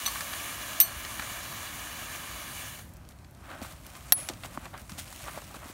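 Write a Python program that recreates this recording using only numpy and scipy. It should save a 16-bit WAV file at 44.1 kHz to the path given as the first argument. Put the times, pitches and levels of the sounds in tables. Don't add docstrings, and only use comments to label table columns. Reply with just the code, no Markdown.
import sys
import numpy as np
from scipy import signal
from scipy.io import wavfile

SR = 44100
rng = np.random.default_rng(int(sys.argv[2]) if len(sys.argv) > 2 else 0)


def output_pcm(signal):
    pcm = np.clip(np.atleast_2d(signal).T, -1, 1) * 32767
    wavfile.write(sys.argv[1], SR, np.round(pcm).astype(np.int16))


N = 252693

# time in seconds, level in dB, treble tilt in dB per octave.
JET_CURVE = [(0.0, -36.5, 0.86), (0.71, -37.5, 0.1), (0.87, -39.5, 0), (1.29, -38.5, -0.1),
             (2.15, -39.5, -0.1), (2.47, -40.5, 0.1), (2.632, -39, 0.6), (2.7, -42, 1.5),
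             (2.79, -46.5, 0.5), (2.82, -52, 1.5), (2.93, -71, 3.5)]
# frequency in Hz, relative spectral density in dB.
JET_SPECTRUM = [(88, -52), (150, -12), (270, 3), (406, -7.5), (637, -1.5), (941, -2.5), (1140, -2.5),
                (1530, -1.5), (1660, -2.5), (2980, -5), (4950, -10), (9630, -10), (16000, -12.5)]
# centre in Hz, width in Hz, gain in dB.
JET_HUMPS = [(1170, 150, 2.5), (1690, 100, 2.5), (2300, 120, 2.5), (3000, 200, 3), (5200, 900, -2.5),
             (6500, 1300, 3.5), (8100, 900, -4), (9500, 1200, 3.5)]
# start in seconds, strength in dB, hardness in dB per octave,
# factor on the ringing time.
CLIP_BLOWS = [(0.056, -32, -14, 0.2), (0.0615, -23, -10, 0.63), (0.065, -23, -10, 0.5),
              (0.083, -26, -5, .3), (0.802, -10.5, 9, 0.85), (0.8077, -23, -1, 1.9),
              (0.8119, -17, -3.5, 1.5)]
CLIP_MODES = [(3015, -25, .06), (3900, -10, .02), (4290, -30, .12), (4370, -21, .19), (6032, -9, .09),
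              (12260, -23, .14), (8590, -13, .11), (8918, -12, .1), (12945, -6, .05), (13123, -3, .085),
              (15440, -13, .08)]
# start in seconds, peak in dB, band centre in Hz.
LAST_DROPS = [(2.8913, -41, 12000), (2.937, -36.5, 9380), (2.9602, -45, 3700), (2.9685, -37, 11000),
              (3.051, -43.5, 3090), (3.0893, -32.5, 6260), (3.1047, -48.5, 9100), (3.122, -46, 2400),
              (3.188, -44, 4470), (3.246, -43.5, 2600), (3.2844, -62, 8930), (3.3104, -42, 10900),
              (3.349, -44, 5050), (3.373, -50, 5430)]
# loudest moment in seconds, dull part in dB, bright part in dB, build-up and fade in seconds.
SPLUTTER_AND_DRAGS = [(2.795, -46.5, -62, 0.022, 0.022), (3.111, -54, -57, 0.027, .015),
                      (3.455, -50, -70, 0.04, .04), (3.516, -40, -55, 0.047, 0.13),
                      (3.63, -43.5, -45, 0.015, 0.09), (3.71, -60, -52, 0.067, .03),
                      (3.862, -51.5, -54.5, 0.04, .1), (3.959, -51.5, -53, 0.064, .1),
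                      (4.098, -50.5, -51, .12, 0.039), (4.183, -45.5, -44.5, 0.027, 0.14),
                      (4.31, -47.5, -51.5, 0.044, 0.078), (4.455, -44.5, -45.5, 0.041, 0.026),
                      (4.55, -48.5, -50.5, 0.08, 0.037), (4.654, -44, -52, 0.067, 0.035),
                      (4.74, -42, -64, 0.0076, .06), (4.8, -60, -52.5, 0.047, 0.049),
                      (4.9, -52.5, -51.5, 0.0089, 0.22), (4.986, -43.5, -38.5, 0.0086, 0.045),
                      (5.076, -51.5, -51, 0.02, 0.13), (5.17, -58, -47.5, 0.13, 0.44),
                      (5.286, -39, -46.5, 0.056, .02), (5.379, -41.5, -49, 0.12, 0.022),
                      (5.44, -54.5, -53, 0.047, 0.11), (5.566, -45.5, -49, 0.067, .015),
                      (5.64, -45, -52.5, 0.084, 0.098), (5.696, -50.5, -52, 0.081, 0.043)]
# frequency in Hz, relative spectral density in dB.
DULL_SPECTRUM = [(180, -39), (300, 0), (345, -4.5), (438, -14), (587, 1), (1030, -9), (1130, -2.5),
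                 (4000, -22), (5200, -48), (8800, -120)]
# frequency in Hz, relative spectral density in dB.
BRIGHT_SPECTRUM = [(1180, -35), (2000, -3.5), (4010, -9), (4610, -9), (7570, -8.5), (8190, -5.5),
                   (13700, -14.5), (16000, -10)]
# start in seconds, crack peak in dB, crack pitch in Hz, opening rms of the thud in dB, thud pitch in Hz.
KNOCKS_AND_SCUFF_EDGE = [(0.0769, -25, 1840, -42, 1120), (0.158, -34, 2860, -40, 1150),
                         (0.2077, -19, 2500, -39, 1230), (0.3325, -24, 1820, -44, 1140),
                         (0.3366, -23.5, 2010, -43, 1470), (0.733, -28, 1690, -54, 1130),
                         (1.0498, -24, 1840, -43, 1280), (1.1956, -25, 2730, -32.5, 1290),
                         (1.2217, -28, 2220, -38, 1080), (3.5018, -41, 1540, -60, 1240),
                         (3.6167, -35, 1990, -35, 151), (3.724, -35, 5660, -59, 269),
                         (3.8659, -28.5, 5590, -51, 191), (3.9528, -32, 1640, -57, 1200),
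                         (4.1226, -0.5, 10100, -27.5, 1120), (4.2882, -14.5, 2470, -44, 690),
                         (4.2979, -25, 1900, -33.5, 312), (4.3355, -33, 1960, -53, 236),
                         (4.4356, -34, 2040, -41, 1470), (4.4589, -29, 2880, -48, 225),
                         (4.575, -35, 1440, -35.5, 232), (4.655, -34, 2020, -44.5, 1300),
                         (4.7407, -47, 2140, -40.5, 690), (4.7776, -31, 2250, -60, 167),
                         (4.8164, -35, 7000, -57, 151), (4.8953, -29, 3270, -49, 1240),
                         (4.9196, -29.5, 2100, -54, 191), (4.9796, -34, 2430, -48, 151),
                         (5.1271, -28.5, 3300, -51, 1180), (5.2823, -37, 1520, -38, 724),
                         (5.3756, -43, 1930, -41.5, 580), (5.4202, -37, 3240, -46.5, 643),
                         (5.543, -33, 7460, -41.5, 600), (5.5624, -46, 1690, -43, 246),
                         (5.658, -39, 2390, -44.5, 223), (5.6985, -30, 9280, -44.5, 214)]
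# start in seconds, peak in dB, pitch in Hz, t60 in seconds.
HOLLOW_BUMPS = [(.062, -31, 1140, .04), (.076, -30.5, 1116, 0.11), (.158, -28, 1144, 0.039),
                (.21, -33, 1143, .04), (0.964, -32, 70, 0.1), (1.171, -53, 90, 0.095),
                (1.196, -30.5, 232, 0.032), (3.617, -38, 140, 0.053), (3.617, -31.5, 690, 0.03),
                (4.123, -20, 720, 0.022), (4.5752, -17.5, 1120, 0.006), (4.918, -32, 182, 0.047),
                (5.376, -25.5, 614, 0.023)]
# frequency in Hz, peak in dB, t60 in seconds.
NOZZLE_MODES = [(4000, -13, .012), (4440, -26, .045), (5600, -13, .018), (8100, -19, .015),
                (10760, -8, .018), (11320, -14, .03), (10173, -23, .36), (12495, -7, .04)]
# frequency in Hz, relative spectral density in dB.
TRAFFIC_SPECTRUM = [(21, -42), (35, -8.5), (86, -3), (370, -18.5), (466, -21), (587, -16.5), (758, -23),
                    (1230, -25.5), (2730, -36.5), (8870, -41), (10300, -31), (11500, -41.5), (16000, -46.5)]
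# centre in Hz, width in Hz, gain in dB.
HOUSING_DIPS = [(440, 304, -6.5), (5000, 180, -8.5), (10450, 260, -5)]

SLOPE_ECHO_S, SLOPE_ECHO_GAIN = .00172, .33
SWELL_DB = 12
RUSTLE_START_S, RUSTLE_RISE_S, RUSTLE_DULL_DB, RUSTLE_BRIGHT_DB = 3.3, 0.19, -68.5, -60
CRACK_T60_S, THUD_T60_S = .024, 0.033
NOZZLE_HIT_S, NOZZLE_BOUNCE_S = 4.1222, 4.288
TRAFFIC_DB, HUM_DB, HUM_HZ, HUM_WIDTH_HZ = -49, -57, 59, 16
LOW_CUT_HZ, HIGH_CUT_HZ = 38, 15750


def hose_jet():
    level_db, tilt_db = in_time(JET_CURVE)
    spray = grains(per_s=1500, spread_db=3.2, share=0.22)
    spray = coloured(spray, JET_SPECTRUM, flicker_db=0.86, flicker_hz=8.3, tilt_db=tilt_db)
    hiss = from_db(level_db) * shape(spray, JET_HUMPS)
    hiss[round(JET_CURVE[-1][0] * SR):] = 0
    delayed = np.interp(np.arange(N) - SLOPE_ECHO_S * SR, np.arange(N), hiss)
    echo = signal.lfilter([.45], [1, -.55], delayed)
    return hiss + SLOPE_ECHO_GAIN * echo


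def clip_clinks():
    out, noises = np.zeros(N), rng.standard_normal((len(CLIP_BLOWS), 1000))
    click = signal.unit_impulse(12000)
    for (start, strength_db, hardness, ring_factor), noise in zip(CLIP_BLOWS, noises):
        for hz, level_db, t60 in CLIP_MODES:
            gain = from_db(strength_db + level_db + hardness * np.log2(hz / 9000))
            add(out, start, gain * ring(click, hz, ring_factor * t60))
        add(out, start, from_db(strength_db + 2) * burst(noise, t60=0.039, low_hz=1700, high_hz=14500))
    return out


def dropped_nozzle():
    click = signal.unit_impulse(round((NOZZLE_BOUNCE_S - NOZZLE_HIT_S) * SR))
    out = np.zeros(N)
    for hz, peak_db, t60 in NOZZLE_MODES:
        add(out, NOZZLE_HIT_S, from_db(peak_db) * ring(click, hz, t60))
    return out


def knocks_and_scuff_edge():
    out, noises = np.zeros(N), rng.standard_normal((len(KNOCKS_AND_SCUFF_EDGE), 2, 4000))
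    for (start, crack_db, crack_hz, thud_db, thud_hz), noise in zip(KNOCKS_AND_SCUFF_EDGE, noises):
        crack = burst(noise[0], CRACK_T60_S, crack_hz / 3.8, crack_hz * 3.24)
        add(out, start, from_db(crack_db) * crack)
        thud = burst(noise[1], THUD_T60_S, thud_hz / 1.39, thud_hz * 2.03)
        opening_rms = np.sqrt(np.mean(thud[:400] ** 2))
        add(out, start, from_db(thud_db) * thud / opening_rms)
    for start, peak_db, hz, t60 in HOLLOW_BUMPS:
        add(out, start, -from_db(peak_db) * ring(signal.unit_impulse(6000), hz, t60))
    return out


def splutter_and_drags():
    t = np.arange(N) / SR
    rustle = np.clip((t - RUSTLE_START_S) / RUSTLE_RISE_S, 0, 1)
    dull_gain, bright_gain = from_db(RUSTLE_DULL_DB) * rustle, from_db(RUSTLE_BRIGHT_DB) * rustle
    for peak_s, dull_db, bright_db, build_s, fade_s in SPLUTTER_AND_DRAGS:
        swell = from_db(-SWELL_DB * np.maximum((peak_s - t) / build_s, (t - peak_s) / fade_s))
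        dull_gain = np.hypot(dull_gain, from_db(dull_db) * swell)
        bright_gain = np.hypot(bright_gain, from_db(bright_db) * swell)
    dull = grains(per_s=600, spread_db=4.0, share=.55)
    dull = coloured(dull, DULL_SPECTRUM, flicker_db=1.5, flicker_hz=25)
    bright = grains(per_s=1500, spread_db=4.6, share=.45)
    bright = coloured(bright, BRIGHT_SPECTRUM, flicker_db=1.2, flicker_hz=25)
    return dull_gain * dull + bright_gain * bright


def water_drops():
    out, noises = np.zeros(N), rng.standard_normal((len(LAST_DROPS), 1000))
    for (start, peak_db, hz), noise in zip(LAST_DROPS, noises):
        add(out, start, from_db(peak_db) * burst(noise, t60=0.024, low_hz=hz / 2, high_hz=hz * 2))
    return out


def far_traffic():
    rumble = coloured(rng.standard_normal((2, N)), TRAFFIC_SPECTRUM, flicker_db=1.0, flicker_hz=4.3)
    hum = band(rng.standard_normal(N), HUM_HZ - HUM_WIDTH_HZ / 2, HUM_HZ + HUM_WIDTH_HZ / 2)
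    return from_db(TRAFFIC_DB) * rumble + from_db(HUM_DB) * rms_one(hum)


def grains(per_s, spread_db, share):
    sizes = from_db(spread_db * np.minimum(rng.exponential(1, (2, N)), 5))
    signs = rng.choice([-1, 1], (2, N))
    clicks = rms_one(sizes * signs * (rng.random((2, N)) < per_s / SR))
    return np.sqrt(1 - share) * rng.standard_normal((2, N)) + np.sqrt(share) * clicks


def coloured(white, spectrum, flicker_db, flicker_hz, tilt_db=np.zeros(N)):
    hz, level_db = np.transpose(spectrum)
    edges = 20 * 2 ** np.arange(0, 10, 1 / 3)
    tilt_db = tilt_db[::40]
    out, common_drift = 0, drift(flicker_hz)
    for k, (low, high) in enumerate(zip(edges, edges[1:])):
        centre = np.sqrt(low * high)
        band_db = np.interp(np.log(centre), np.log(hz), level_db)
        if high < hz[0] or low > hz[-1] or band_db < -50:
            continue
        waver_db = flicker_db * (0.6 * common_drift + drift(flicker_hz))[:len(tilt_db)]
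        gain = from_db(band_db + waver_db + tilt_db * np.log2(centre / 3000))
        out = out + np.repeat(gain, 40)[:N] * band(white[k % 2], low, high)
    return rms_one(out)


def drift(hz):
    pole = np.exp(-2 * np.pi * hz * 40 / SR)
    noise = rng.standard_normal(N // 40 + 2002)
    return rms_one(signal.lfilter([1], [1, -2 * pole, pole * pole], noise)[2000:])


def burst(noise, t60, low_hz, high_hz):
    puff = noise * from_db(-60 * np.arange(len(noise)) / SR / t60)
    puff[0] = 6.8
    puff = band(band(puff, low_hz, high_hz), low_hz / 2, high_hz * 2.13)
    return puff / np.abs(puff).max()


def ring(click, hz, t60):
    decay, angle = from_db(-60 / (t60 * SR)), 2 * np.pi * hz / SR
    return signal.lfilter([0, np.sin(angle)], [1, -2 * decay * np.cos(angle), decay ** 2], click + 1e-18)


def shape(x, humps):
    for hz, width_hz, gain_db in humps:
        radius, angle = np.exp(-np.pi * width_hz / SR), 2 * np.pi * hz / SR
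        scale = (1 - radius ** 2) / 2
        resonance = signal.lfilter([scale, 0, -scale], [1, -2 * radius * np.cos(angle), radius ** 2], x)
        x = x + (from_db(gain_db) - 1) * resonance
    return x


def band(x, low_hz, high_hz):
    sos = signal.butter(2, [low_hz, min(high_hz, .45 * SR)], "band", fs=SR, output="sos")
    return signal.sosfilt(sos, x)


def in_time(rows):
    times, *columns = np.transpose(rows)
    return [np.interp(np.arange(N) / SR, times, column) for column in columns]


def add(out, start_s, sound):
    i = round(start_s * SR)
    out[i:i + len(sound)] += sound[:N - i]


def from_db(db):
    return 10 ** (np.asarray(db) / 20)


def rms_one(x):
    return x / np.sqrt(np.mean(x ** 2) + 1e-20)


def scene():
    mono = (hose_jet() + splutter_and_drags() + knocks_and_scuff_edge() + water_drops()
            + clip_clinks() + dropped_nozzle() + far_traffic())
    return np.array([mono, mono])


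def record(dry):
    low_cut = signal.butter(2, LOW_CUT_HZ, "high", fs=SR, output="sos")
    high_cut = signal.ellip(12, .5, 90, HIGH_CUT_HZ, fs=SR, output="sos")
    housed = shape(signal.sosfilt(low_cut, dry[0]), HOUSING_DIPS)
    mono = signal.sosfilt(high_cut, np.clip(housed, -1, 1))
    return np.array([mono, mono])


dry = scene()
out = record(dry)
output_pcm(out)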